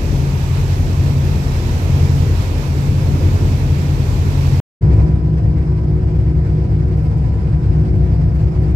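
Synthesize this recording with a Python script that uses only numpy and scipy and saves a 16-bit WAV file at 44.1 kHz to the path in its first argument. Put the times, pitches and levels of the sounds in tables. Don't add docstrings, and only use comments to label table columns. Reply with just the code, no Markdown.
import sys
import numpy as np
from scipy import signal
from scipy.fft import rfft, irfft, next_fast_len
from scipy.io import wavfile
from scipy.ndimage import uniform_filter1d, map_coordinates

SR = 44100
rng = np.random.default_rng(int(sys.argv[2]) if len(sys.argv) > 2 else 0)


def digitize_waveform(pressure):
    field = np.atleast_2d(pressure).T
    bounded = np.clip(field, -1, 1)
    quanta = np.round(bounded * 32767).astype(np.int16)
    wavfile.write(sys.argv[1], SR, quanta)


N = 385875
TIME = np.arange(N) / SR
FAST_END_S, SLOW_START_S = 4.6013, 4.808


def amp(db):
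    return 10 ** (np.asarray(db) / 20)

def curve_at(points, hz):
    f, values = np.transpose(points)
    return np.interp(np.log(hz + 1), np.log(f + 1), values)

def wobble(t, rate):
    knots = rng.standard_normal(int(N / SR * 60))
    coarse = TIME[::64]
    return np.interp(t, coarse, map_coordinates(knots, [coarse * rate]))

def pulse(t, start, rise, hold, fall):
    return np.interp(t - start, np.cumsum([0, rise, hold, fall]), [0, 1, 1, 0])


# f/Hz, likeness (1 = same, 0 = unrelated)
LIKENESS = [(60, .975), (250, .95), (500, .72), (800, .4), (1100, -.25), (1750, -.38), (2300, .3),
            (3200, 0), (15000, 0)]
# f/Hz, left minus right/dB
STERN_BALANCE = [(60, 8), (99, 6), (160, 4.5), (270, -0.5), (450, -1), (740, -1.5), (1220, -3),
                 (2010, -6.5), (3330, -6), (5500, -14), (9080, -10.5), (15000, 2.5)]
SIDE_BALANCE = [(60, 11), (99, 2), (160, -2.5), (270, -1.5), (450, 4.5), (740, 1), (1220, -0.5),
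                (2010, -6.0), (3330, -10.5), (5500, -7.5), (9080, 1), (15000, 0)]

def rush(t, spectrum, balance, band_hz, patchy_db):
    cells = signal.stft(rng.standard_normal((2, len(t))), nperseg=512)[2]
    patches = uniform_filter1d(rng.standard_normal(cells.shape[1:]), size=8, axis=0)
    patches = uniform_filter1d(patches, size=10, axis=1)
    patches /= np.sqrt(np.mean(patches ** 2))
    noise = signal.istft(cells * amp(patchy_db * patches), nperseg=512)[1][:, :len(t)]
    size = next_fast_len(len(t))
    hz = np.fft.rfftfreq(size, 1 / SR)
    width = np.tan(np.arccos(curve_at(LIKENESS, hz)) / 2)
    shared, opposed = rfft(noise, size) * amp(curve_at(spectrum, hz))
    ears = np.array([shared + width * opposed, shared - width * opposed])
    ears *= amp(curve_at(balance, hz) * [[.5], [-.5]])
    band = ears.mean(axis=0)[(hz > band_hz[0]) & (hz < band_hz[1])]
    return irfft(ears, size)[:, :len(t)] * size / np.sqrt(2 * np.sum(np.abs(band) ** 2))


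# middle t/s, half length/s, level/dB
SIZZLES = [(5.6, .06, -78), (7.48, .1, -76), (7.98, .11, -76)]
# f/Hz, relative level/dB
SIZZLE_SPECTRUM = [(9500, -60), (10000, -6), (10250, 0), (10700, -6), (11200, -60)]

def sizzle(t):
    spells = sum(amp(db) * np.exp(-((t - middle) / half) ** 4) for middle, half, db in SIZZLES)
    flicker = amp(2.5 * wobble(t, 40))
    return spells * flicker * rush(t, SIZZLE_SPECTRUM, SIDE_BALANCE, (9900, 10700), patchy_db=3)


# start t/s, level/dB, time to fade by 60 dB/s
WAVES = [(4.93, -69.5, .5), (5.31, -72, .3), (5.89, -76, .2), (6.22, -73.5, .3), (6.43, -74, .2),
         (6.49, -73, .3), (6.96, -68.5, .6), (7.03, -70, .2), (7.17, -66, .15), (7.69, -76, .3),
         (7.95, -75, .3), (8.33, -66.5, .6), (8.615, -64, .2)]
# f/Hz, relative level/dB
FIZZ_SPECTRUM = [(2500, -40), (4500, -10), (7000, -4), (9000, -1), (12000, 0), (14000, -3), (15700, -5)]

def small_waves(t):
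    splashes = np.zeros(len(t))
    for start, db, fade_s in WAVES:
        age = np.maximum(t - start, 0)
        rise = 1 - np.exp(-age / (.03 * fade_s))
        splashes += rise * amp(db - 60 * age / fade_s)
    flicker = amp(3 * wobble(t, 40))
    return splashes * flicker * rush(t, FIZZ_SPECTRUM, SIDE_BALANCE, (11000, 15000), patchy_db=2.5)


# f/Hz, level/dB, pitch wander/Hz, left minus right/dB
TURBO_TONES = [(7895, -69, 10, -2)]
GEAR_TONES = [(462, -46, 5, -2), (710, -57, 4, 0), (740, -59, 4, 0), (775, -58, 4, 0), (984, -55.5, 5, -2),
              (1060, -64, 25, -2), (1270, -63, 25, -2), (1400, -66, 20, -2), (1550, -65, 9, -2),
              (4625, -77, 16, -4), (5185, -74.5, 8, -4)]

def whines(t, tones):
    out = np.zeros((2, len(t)))
    for hz, db, wander_hz, balance_db in tones:
        for ear, ear_db in enumerate((balance_db / 2, -balance_db / 2)):
            angle = 2 * np.pi * np.cumsum(hz + wander_hz * wobble(t, 20)) / SR
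            out[ear] += 2 * amp(db + ear_db + 2 * wobble(t, 4)) * np.sin(angle)
    return out


# f/Hz, relative level/dB
WASH_SPECTRUM = [(300, -30.5), (450, -6), (600, -15), (750, -14), (870, -16.5), (1020, -19), (1150, -23.5),
                 (1300, -25), (2300, -27), (2800, -34), (3400, -39.5), (4000, -39.5), (5100, -35),
                 (5500, -40), (6500, -44), (8000, -42.5), (9300, -51), (11500, -51.5), (13000, -57.5),
                 (15700, -62.5)]

def wash(t, boost_db):
    level_db = -52 + boost_db + 1.4 * wobble(t, 50)
    return amp(level_db) * rush(t, WASH_SPECTRUM, SIDE_BALANCE, (1090, 4000), patchy_db=1.1)


# f/Hz, relative level/dB
WAKE_SPECTRUM = [(200, -56), (450, -4), (600, -6), (950, -4), (1100, -9.5), (1540, -14), (2000, -13.5),
                 (2550, -11), (2850, -15.5), (4000, -18), (5800, -21.5), (8000, -26), (9400, -33),
                 (12200, -24), (14500, -33.5), (15700, -37.5)]

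def wake(t, boost_db):
    level_db = -40.5 + boost_db + .5 * wobble(t, 14)
    return amp(level_db) * rush(t, WAKE_SPECTRUM, STERN_BALANCE, (1500, 7000), patchy_db=.72)


# f/Hz, relative level/dB
STERN_RUMBLE = [(15, -43), (28, -29), (45, 3.5), (70, 0.5), (100, 1.5), (150, 0.5), (200, -7), (300, -6.5),
                (450, -12.5), (700, -23.5), (1200, -56), (2500, -120)]

def stern_rumble(t, boost_db):
    level_db = -30.5 + boost_db + .97 * wobble(t, 12)
    return amp(level_db) * rush(t, STERN_RUMBLE, STERN_BALANCE, (197, 424), patchy_db=1)


# f/Hz, relative level/dB
SIDE_RUMBLE = [(15, -46), (30, -12.5), (50, 6.5), (100, 9.5), (160, 8.5), (210, -6.5), (350, -4.5),
               (400, -14.5), (700, -21.5), (1200, -57), (2500, -120)]

def side_rumble(t, boost_db):
    level_db = -35 + boost_db + .45 * wobble(t, 12)
    return amp(level_db) * rush(t, SIDE_RUMBLE, SIDE_BALANCE, (198, 450), patchy_db=1.5)


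def diesel(t, cycles, notes, drift_cycles, flutter_db, strain=0):
    step = 8
    coarse = t[::step]
    strain = np.broadcast_to(strain, t.shape)[::step]
    drift = drift_cycles * (wobble(coarse, 1.5) + .4 * wobble(coarse, 12))
    right = 2 * np.pi * (cycles[::step] + drift)
    left = np.interp(coarse - 8 / SR, coarse, right)
    out = np.zeros((2, len(coarse)))
    for multiple, db, balance_db in notes:
        level_db = db + flutter_db * wobble(coarse, 4) - 1.6 * strain * min(multiple, 7)
        pipe_phase = .35 * multiple ** 2
        note = np.sqrt(2) * np.cos(multiple * np.array([left, right]) + pipe_phase)
        out += amp([[balance_db / 2], [-balance_db / 2]]) * amp(level_db) * note
    return signal.resample_poly(out, step, 1, axis=1, padtype="line")[:, :len(t)]


# multiple of the firing rate, level/dB, left minus right/dB
GENERATOR_NOTES = [(2, -23, 1), (3, -20.5, 1), (4, -42, 3), (5, -41, -2), (6, -35.5, 3), (7, -35.5, -7),
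                   (8, -52, 2), (10, -50, 5), (13, -53, 8), (19, -61, 1)]

def generator(t):
    firing_hz, sag_hz = 52.04, .96
    load = pulse(t, start=6.92, rise=.15, hold=.256, fall=.46)
    cycles = .4 + np.cumsum(firing_hz - sag_hz * load) / SR
    return diesel(t, cycles, GENERATOR_NOTES, drift_cycles=.02, flutter_db=1.4, strain=load)


# multiple of the firing rate, level/dB, left minus right/dB
FAST_A = [(3, -33, 1), (6, -21, 0), (8, -39, 2), (9, -29, 3), (11, -35, 3), (14, -44, 0), (15, -46, 3),
          (17, -44, 0), (18, -43, -1), (28, -46, -2)]
FAST_B = [(2, -43, 2), (3, -31, 1), (4, -38, 1), (5, -36, 2), (6, -32, 1), (7, -31, 1)]
FAST_C = [(2, -43, 2), (4, -34, 1), (5, -32, 2), (9, -36, 1), (10, -36, 1), (11, -39, 2), (12, -40, 3)]
FAST_D = [(6, -21.5, 0), (7, -35, 0), (9, -23, 1), (10, -38, 1), (11, -38, 1), (12, -43, 3), (13, -46, 2),
          (15, -46, 1)]
FAST_E = [(3, -28, 1), (4, -36, 1), (5, -39, 1), (6, -26, -2), (8, -35, 3), (9, -25, 1), (12, -44, 2),
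          (18, -45, 1)]
SLOW_A = [(4, -39, 0), (5, -40, 2), (6, -18, 2), (9, -26.5, 1), (10, -33, 1), (12, -26.5, 1), (13, -37, 3),
          (14, -28.5, 1), (16, -35, 1), (17, -41, 3), (18, -35, 0), (19, -42, 1), (20, -47, 1),
          (21, -44, 2)]
SLOW_B = [(3, -34, 1), (6, -23, 1), (7, -38, 1), (9, -27, 2), (11, -37, -1), (17, -46, 3), (21, -46, -3),
          (24, -49, -6), (28, -48, 0)]
FAST_RATES = [13.588, 15.13, 15.265, 15.365, 15.5]
SLOW_RATES = [10.82, 12.267]
FAST_FIRINGS = [2.12, 2.1448, 2.11, 2.11, 2.1313]
SLOW_FIRINGS = [6.3, 6.3259]

def main_engines(t, tables, rates, firings, flutter_db):
    return sum(diesel(t, hz * (t - fired), notes, drift_cycles=.003, flutter_db=flutter_db)
               for notes, hz, fired in zip(tables, rates, firings))


# middle t/s, half length/s, rumble change/dB, wake change/dB
WATER_SURGES = [(.5, 0.18, -2, 0.83), (1.95, 0.65, 1.5, 1.4), (3.3, 0.33, 3, 0.84)]

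def full_speed(t):
    surge_db, froth_db = sum(np.outer(changes, np.exp(-((t - middle) / half) ** 2))
                             for middle, half, *changes in WATER_SURGES)
    tables = FAST_A, FAST_B, FAST_C, FAST_D, FAST_E
    exhaust = main_engines(t, tables, FAST_RATES, FAST_FIRINGS, flutter_db=.9)
    weak_start_db = -.5 * np.clip(1 - t, 0, 1)
    exhaust *= amp(weak_start_db + .46 * surge_db)
    return exhaust + whines(t, TURBO_TONES) + stern_rumble(t, surge_db) + wake(t, froth_db)

def slow_speed(t):
    swell = pulse(t, start=4.785, rise=.11, hold=.1, fall=.2)
    creep_db = .51 * (t - SLOW_START_S)
    exhaust = main_engines(t, (SLOW_A, SLOW_B), SLOW_RATES, SLOW_FIRINGS, flutter_db=.8)
    drone = exhaust + generator(t)
    background = side_rumble(t, creep_db + 5 * swell) + wash(t, creep_db + 5.5 * swell)
    machines = amp(5 * swell) * (drone + whines(t, GEAR_TONES))
    return background + machines + small_waves(t) + sizzle(t)

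def scene():
    out = np.zeros((2, N))
    fast, slow = TIME < FAST_END_S, TIME > SLOW_START_S
    fade_out = np.clip((FAST_END_S - TIME[fast]) / .0003, 0, 1)
    fade_in = np.clip((TIME[slow] - SLOW_START_S) / .016, 0, 1) ** 1.3
    out[:, fast] = full_speed(TIME[fast]) * fade_out
    out[:, slow] = slow_speed(TIME[slow]) * fade_in
    return out

def record(dry):
    ceiling, top_hz, pad = .98, 15720, 2048
    squeezed = dry / (1 + np.abs(dry / ceiling) ** 6) ** (1 / 6)
    padded = np.pad(squeezed, [(0, 0), (pad, pad)], "reflect")
    size = next_fast_len(padded.shape[1] + 8192)
    low_pass = np.clip((top_hz - np.fft.rfftfreq(size, 1 / SR)) / 30, 0, 1)
    return irfft(rfft(padded, size) * low_pass, size)[:, pad:pad + N]


dry = scene()
out = record(dry)
digitize_waveform(out)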